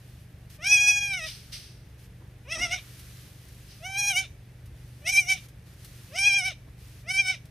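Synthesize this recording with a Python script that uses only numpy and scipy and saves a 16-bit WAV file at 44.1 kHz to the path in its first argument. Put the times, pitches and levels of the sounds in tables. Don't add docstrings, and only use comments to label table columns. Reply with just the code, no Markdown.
import sys
import numpy as np
from scipy import signal
from scipy.io import wavfile

SR = 44100
rng = np.random.default_rng(int(sys.argv[2]) if len(sys.argv) > 2 else 0)


def wav_out(sig):
    wavfile.write(sys.argv[1], SR, np.round(np.clip(np.atleast_2d(sig).T, -1, 1) * 32767).astype(np.int16))


N = 330750

# start in seconds, end in seconds, held pitch in Hz, scoop depth (0-1), scoop time in
# seconds, pitch sag by the end (0-1), level in dB before the voice trim, attack in seconds, fade by the end
# in dB, relative treble in dB, onset roughness (0-1), held roughness (0-1), throat tuning factor,
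# first harmonic in dB, second harmonic in dB, fourth harmonic and up in dB.
BLEAT_ROWS = [(.6, 1.303, 831, .28, 0.048, 0.29, -16.5, 0.049, 16.5, -8.5, 0.65, 0, 1.037, -3, -3, -4),
              (2.463, 2.802, 745.7, 0.35, 0.05, 0.05, -20.5, 0.057, 3.5, -10.5, 0.02, 0.4, 1.037, -0.5, -2.5, -2.5),
              (3.813, 4.265, 812, 0.23, 0.039, .068, -25.5, 0.028, 1, -8, 0.14, 0, 1.095, 4, -4, -2),
              (5.033, 5.39, 783.8, 0.26, 0.043, .045, -21.5, 0.03, 6.7, -7.5, 0.63, 0.14, 1.085, -3.5, -14.5, -7.5),
              (6.113, 6.533, 797.5, .35, .045, 0.08, -21.5, 0.051, 3, -6, 0.86, 0.1, 1.019, 3, -4, -1.5),
              (7.053, 7.366, 765, 0.23, 0.032, 0.04, -25, 0.03, -6.5, -10, 0.25, 0.06, 1, -2, -6, -2.5)]
# centre in Hz, width in Hz, relative level in dB.
MOUTH_RESONANCES = [(2364, 170, 6.5), (3115, 850, 1), (3600, 390, 2.5), (5470, 1800, -10)]
MURMUR_S = .022


def from_db(db):
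    return 10 ** (np.asarray(db) / 20)


def rms_one(x):
    return x / np.sqrt(np.mean(x ** 2) + 1e-20)


def at_hz(points, hz):
    points = np.array(points)
    return np.interp(np.log(hz), np.log(points[:, 0]), points[:, 1])


def bell(offset_s, half_s):
    return np.exp(-(offset_s / half_s) ** 2)


def band(x, low_hz, high_hz):
    sos = signal.butter(2, [low_hz, min(high_hz, .45 * SR)], "band", fs=SR, output="sos")
    return signal.sosfilt(sos, x)


def drift(rate_hz, size):
    pole = np.exp(-32 * np.pi * rate_hz / SR)
    noise = rng.standard_normal(size // 16 + 4002)
    slow = signal.lfilter([1], [1, -2 * pole, pole * pole], noise)[4000:]
    return np.interp(np.arange(size) / 16, np.arange(len(slow)), rms_one(slow))


def resonance_gain(modes, hz):
    gains = [from_db(db) / (1 + (2 * (hz - centre) / width) ** 2) for centre, width, db in modes]
    return np.sqrt(sum(gain ** 2 for gain in gains))


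def through(modes, x):
    out = 0
    for centre, width, db in modes:
        b, a = signal.iirpeak(centre, centre / width, fs=SR)
        once = signal.lfilter(b, a, x)
        out = out + from_db(db) * signal.lfilter(b, a, once)
    return rms_one(out)


def banded_noise(spectrum):
    # frequency in Hz, likeness (0-1).
    likeness = [(150, 1), (300, 0.86), (1000, 0.64), (3000, 0.6), (10000, 0.2)]
    edges = np.geomspace(max(spectrum[0][0], 18), spectrum[-1][0], num=19)
    white = rng.standard_normal((2, 2, N))
    out = 0
    for k, (low, high) in enumerate(zip(edges, edges[1:])):
        mid, side = band(white[k % 2], low, high)
        hz = np.sqrt(low * high)
        alike = np.clip(at_hz(likeness, hz), 0, .996)
        stereo = np.sqrt(1 + alike) * mid + np.sqrt(1 - alike) * side * [[1], [-1]]
        out = out + from_db(at_hz(spectrum, hz)) * stereo
    return rms_one(out)


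def swells(rows):
    t = np.arange(N) / SR
    total = 0
    for start, db, rise, t60 in rows:
        decay = from_db(db - 60 * np.maximum(t - start, 0) / t60)
        total = total + decay * bell(np.minimum(t - start, 0), rise)
    return total


def hum():
    # multiple of the turning rate, level in dB before the hum trim.
    hum_partials = [(1, -72), (2, -59), (3, -62), (4, -57), (5, -51), (6, -62), (7, -63), (9, -73),
                    (12, -72.5)]
    motor_hz, trim_db, waver = 24.21, -.5, .22
    turns = motor_hz * np.arange(N) / SR + rng.random()
    total = 0
    for multiple, db in hum_partials:
        strength = from_db(db) * (1 + waver * drift(8, N))
        phase = 2 * np.pi * round(multiple) * turns + .5 * rng.standard_normal()
        total = total + strength * np.sin(phase)
    return from_db(trim_db) * np.sqrt(2) * total


def barn_air():
    # frequency in Hz, relative level in dB.
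    air_colour = [(25, -36), (45, -5), (68, 2), (100, -7.5), (135, -4.5), (175, -10), (210, -20),
                  (330, -16.5), (500, -21.5), (800, -26), (1150, -33.5), (1700, -26.5), (3000, -32),
                  (5000, -51.5)]
    return from_db(-51.5) * banded_noise(air_colour)


def shuffling():
    # middle in seconds, half length in seconds, level in dB.
    shuffle_rows = [(0.113, 0.13, -63.5), (0.534, 0.034, -54.5), (1.42, 0.22, -57.5), (2.027, 0.043, -61),
                    (3.02, 0.28, -53.5), (3.67, 0.36, -58), (4.96, 0.2, -62.5), (5.411, 0.056, -55),
                    (5.706, 0.047, -60), (6.005, 0.22, -55.5), (6.91, 0.12, -58)]
    edge_steepness, resting_db = 7.5, -66
    t = np.arange(N) / SR
    power = from_db(resting_db) ** 2
    for middle, half_s, db in shuffle_rows:
        power = power + from_db(db) ** 2 * np.exp(-np.abs((t - middle) / half_s) ** edge_steepness)
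    return np.sqrt(power)


def straw():
    # frequency in Hz, relative level in dB.
    straw_colour = [(1000, -6.5), (1600, -2.5), (2700, -1), (5000, -2), (7500, -3.5), (12000, -4),
                    (15000, -11.5)]
    crackle_db, cracks_per_s = -10, 250
    struck = rng.random((2, N)) < cracks_per_s / SR
    cracks = struck * from_db(4 * np.minimum(rng.exponential(1, (2, N)), 4))
    cracks = cracks + .5 * cracks[::-1]
    cracks = rms_one(band(cracks, 2800, 17000))
    return shuffling() * (banded_noise(straw_colour) + from_db(crackle_db) * cracks)


def snaps():
    # time in seconds, level in dB before the snap trim.
    snap_rows = [(0.5013, -47), (2.995, -40), (3.4865, -48), (4.6604, -48.5), (5.487, -47), (5.848, -38),
                 (7.456, -49)]
    trim_db, rise_s, t60_s = -7.5, .0026, .073
    bursts = swells([(start, db, rise_s, t60_s) for start, db in snap_rows])
    return from_db(trim_db) * bursts * rms_one(band(rng.standard_normal(N), 1300, 14400))


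def effort(t, start, end, held_hz, scoop_depth, scoop_s, sag, held_db, attack_s, fade_db, treble_db,
           crack, held_rough):
    # middle in seconds, half length in seconds,
    # then the changes of pitch in Hz, level in dB, treble in dB and roughness.
    quaver_rows = [(0.696, 0.016, 0, -6, 6, 0.2), (0.731, 0.021, 12.5, 6, 0.5, -0.033),
                   (0.791, .023, -14.5, -0.5, -1.5, -0.16), (0.896, 0.015, 14, 5.5, 0.5, -0.17),
                   (1.089, 0.12, 27, -3.5, -4, 0.073), (1.001, 0.011, -3.5, -6.5, 4, -0.061),
                   (1.14, .03, -7, 3, -3, 0.37), (1.215, 0.029, -61.5, -6, 0, -0.22),
                   (1.251, 0.02, -5.5, 7.5, -2.5, -0.67), (2.518, 0.014, 5.5, 5, 1.5, 0.08),
                   (2.579, 0.039, -110, -17, 6, 0.41), (2.627, 0.016, 5.5, 3, -2.5, -0.21),
                   (2.686, 0.034, -76.5, -19.5, 3, 0.23), (2.737, 0.0144, 8, 4, -2, -0.18),
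                   (3.903, 0.059, -34, -12, -2, -0.26), (3.964, 0.017, -15.5, 2, -9.5, 0.052),
                   (3.991, .018, 16, 2, 7, -0.0049), (4.079, 0.02, 7.5, 2, 6, .15),
                   (4.112, .015, 0, 1.5, -3.5, .3), (4.144, 0.022, -79, -10.5, 1, -0.18),
                   (4.174, 0.035, -19.5, 7, 0, 0.013), (5.119, 0.0113, 27.5, -10.5, 4.5, 0.28),
                   (5.166, .012, -17, 1, 3.5, 0.026), (5.187, .015, 18, 13, -7, -0.078),
                   (5.25, .032, -76.5, -22.5, 7.5, 0.14), (5.313, 0.026, 5, 11, -3.5, 0.0091),
                   (6.274, 0.024, 28.5, 8.5, -7.5, -0.45), (6.316, 0.019, -4.5, 1.5, -5, -0.23),
                   (6.368, 0.019, 19.5, 6, -9.5, -0.28), (6.427, 0.026, -54, -9, -3.5, -0.45),
                   (6.482, 0.026, 6.5, 7, -6.5, -0.12), (7.13, 0.011, 6, -11.5, 5.5, -0.048),
                   (7.202, 0.024, 39, 13.5, -5.5, -0.14), (7.232, 0.029, -17.5, -15, 3, 0),
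                   (7.302, 0.0095, 12.5, 6, -4, -0.24)]
    age, left = np.maximum(t - start, 0), end - t
    early = np.maximum(start - t, 0) / MURMUR_S
    spent = age / (end - start)

    scoop = 1 - scoop_depth * np.exp(-(age / scoop_s) ** 1.5)
    droop = 1 - .3 * bell(left, .019)
    pitch = held_hz * scoop * (1 - sag * spent ** 4) * droop

    catching = bell(age - .053, .028)
    attack_db = 1 * catching - 35 * np.exp(-(age / attack_s) ** 1.67)
    murmur_db = -11.5 * early
    release_db = -29.5 * bell(left, .043)
    level_db = held_db + attack_db + murmur_db - fade_db * spent ** 2 + release_db

    bright_db = treble_db - 10.5 * bell(age, .018)
    fray = 1.07 * np.exp(-left / .068)
    rough = held_rough + crack * catching + fray

    course = np.array([pitch, level_db, bright_db, rough])
    for middle, half_s, *changes in quaver_rows:
        course = course + np.outer(changes, bell(t - middle, half_s))
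    pitch, level_db, bright_db, rough = course
    knee_db, missed_share = -22.5, .41
    bright_db = bright_db - missed_share * np.maximum(level_db - knee_db, 0)
    return pitch, level_db, bright_db, rough


def bleat(row):
    # centre in Hz before the bleat's
    # tuning factor, width in Hz before that factor, relative level in dB. The breath takes the treble ones untuned.
    throat_modes = [(767, 1400, -14), (1520, 360, -10), (2324, 790, 1), (3154, 53, -6), (3672, 190, -10.5)]
    treble_modes = [(4953, 130, -3), (5470, 940, -2), (6304, 130, -1), (7920, 1770, -11.5),
                    (9260, 210, -12.5), (10820, 670, -18.5), (12200, 470, -28.5)]
    # centre in Hz, width in Hz.
    nasal_hollows = [(4330, 430), (7300, 1260)]
    start, end, *course, tuning, first_db, second_db, open_db = row
    t = np.arange(int((start - MURMUR_S) * SR), int(end * SR)) / SR
    size = len(t)
    pitch, level_db, bright_db, rough = effort(t, start, end, *course)
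    rough = np.clip(rough, 0, 1)

    shake = rough * (.022 * drift(240, size) + .016 * drift(100, size))
    pitch = pitch * (1 + shake + .0024 * drift(44, size))
    phase = 2 * np.pi * np.cumsum(pitch) / SR
    order = np.arange(1, 21)[:, None]
    hz = order * pitch
    waves = np.sqrt(2) * np.sin(order * phase + rng.uniform(0, 2 * np.pi, order.shape))

    wander = np.array([drift(35, size) for _ in order])
    flutter = from_db(2 * (1 + rough) * wander)
    low = resonance_gain(throat_modes, hz / tuning) * flutter * from_db(open_db * (order > 3))
    high = resonance_gain(treble_modes, hz / tuning) * flutter
    low, high = [gain / np.sqrt((gain ** 2).sum(axis=0)) for gain in (low, high)]

    softness_db = np.minimum(-33.5 - level_db, 19.5)
    rounding_db = .83 * softness_db * (1 - rough / 2) * (order <= 2) / np.sqrt(order)
    low = low * from_db(rounding_db)
    low = low * from_db(first_db * (order == 1) + second_db * (order == 2))

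    breath = rng.standard_normal(size) * (1 + .8 * np.cos(phase))
    rasp = from_db(-8) * rough ** 2 * through(MOUTH_RESONANCES, breath)
    hiss = rough ** 2 * through(treble_modes, breath)
    body = (low * waves).sum(axis=0) + rasp
    edge = (high * waves).sum(axis=0) + hiss
    voice = body + from_db(bright_db + 2.5) * edge

    shimmer = 1 + .28 * rough * drift(72.6, size)
    tremor_db = 1.04 * drift(40, size)
    voice = voice * shimmer * from_db(level_db + tremor_db) * signal.windows.tukey(size, .04)
    for centre, width in nasal_hollows:
        b, a = signal.iirnotch(centre, centre / width, fs=SR)
        voice = signal.lfilter(b, a, voice)
    return np.pad(voice, (round(t[0] * SR), N))[:N]


def sighs():
    before_end_s, level_db, rise_s, t60_s = .012, -43.5, .089, .12
    rows = [(end - before_end_s, level_db, rise_s, t60_s) for start, end, *rest in BLEAT_ROWS]
    return swells(rows) * through(MOUTH_RESONANCES, rng.standard_normal(N))


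def puffs():
    # time in seconds, level in dB, rise in seconds, t60 in seconds.
    puff_rows = [(1.28, -38, 0.028, 0.51), (1.533, -37.5, 0.009, 0.41), (1.66, -57, 0.033, 0.82),
                 (3.72, -53, 0.04, 0.5)]
    # frequency in Hz, relative level in dB.
    puff_colour = [(1200, -13), (2300, 0.5), (4200, 3.5), (5000, 7), (6300, 3), (7300, -43), (8500, 0),
                   (10000, -5), (14000, -13)]
    return swells(puff_rows) * banded_noise(puff_colour)


def steps():
    # time in seconds, level in dB, rise in seconds, t60 in seconds.
    step_rows = [(2.225, -54.5, 0.017, 0.15), (2.605, -44.5, 0.037, 0.36), (6.68, -54.5, 0.0072, 0.11)]
    # frequency in Hz, relative level in dB.
    step_colour = [(100, -22), (260, 12), (420, 0), (900, -2), (1400, -6), (3000, -30)]
    return swells(step_rows) * banded_noise(step_colour)


def thumps():
    # time in seconds, level in dB, rise in seconds, t60 in seconds.
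    thump_rows = [(2.61, -43.5, 0.034, 0.84), (4.65, -42, 0.02, 0.6)]
    # low edge in Hz, high edge in Hz.
    thump_band = (46, 95)
    return swells(thump_rows) * rms_one(band(rng.standard_normal(N), *thump_band))


def echoes(x, t60_s):
    t = np.arange(int(.4 * SR)) / SR
    tail = rng.standard_normal((2, len(t))) * from_db(-60 * t / t60_s) * (t > .001)
    tail = tail / np.sqrt((tail ** 2).sum(axis=1, keepdims=True))
    return signal.fftconvolve(x[None], tail, axes=1)[:, :N]


def pen(x):
    sent = band(x, 400, 15000) + .8 * band(x, 4200, 15000)
    planks = from_db(-12.5) * echoes(sent, .09)
    tail = from_db(-23) * echoes(sent, .37)
    return x + planks + tail


def scene():
    background = hum() + barn_air()
    rustle = straw()
    voice_trim_db = -2.1
    kid = from_db(voice_trim_db) * sum(bleat(row) for row in BLEAT_ROWS)
    in_pen = pen(snaps() + kid + sighs())
    return background + rustle + in_pen + puffs() + steps() + thumps()


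def record(dry):
    dip_hz, dip_width_hz, dip_depth, cutoff_hz = 7400, 1100, .44, 15000
    b, a = signal.iirpeak(dip_hz, dip_hz / dip_width_hz, fs=SR)
    coloured = dry - dip_depth * signal.lfilter(b, a, dry)
    top_cut = signal.ellip(10, .3, 80, cutoff_hz, fs=SR, output="sos")
    return signal.sosfilt(top_cut, coloured)


dry = scene()
out = record(dry)
wav_out(out)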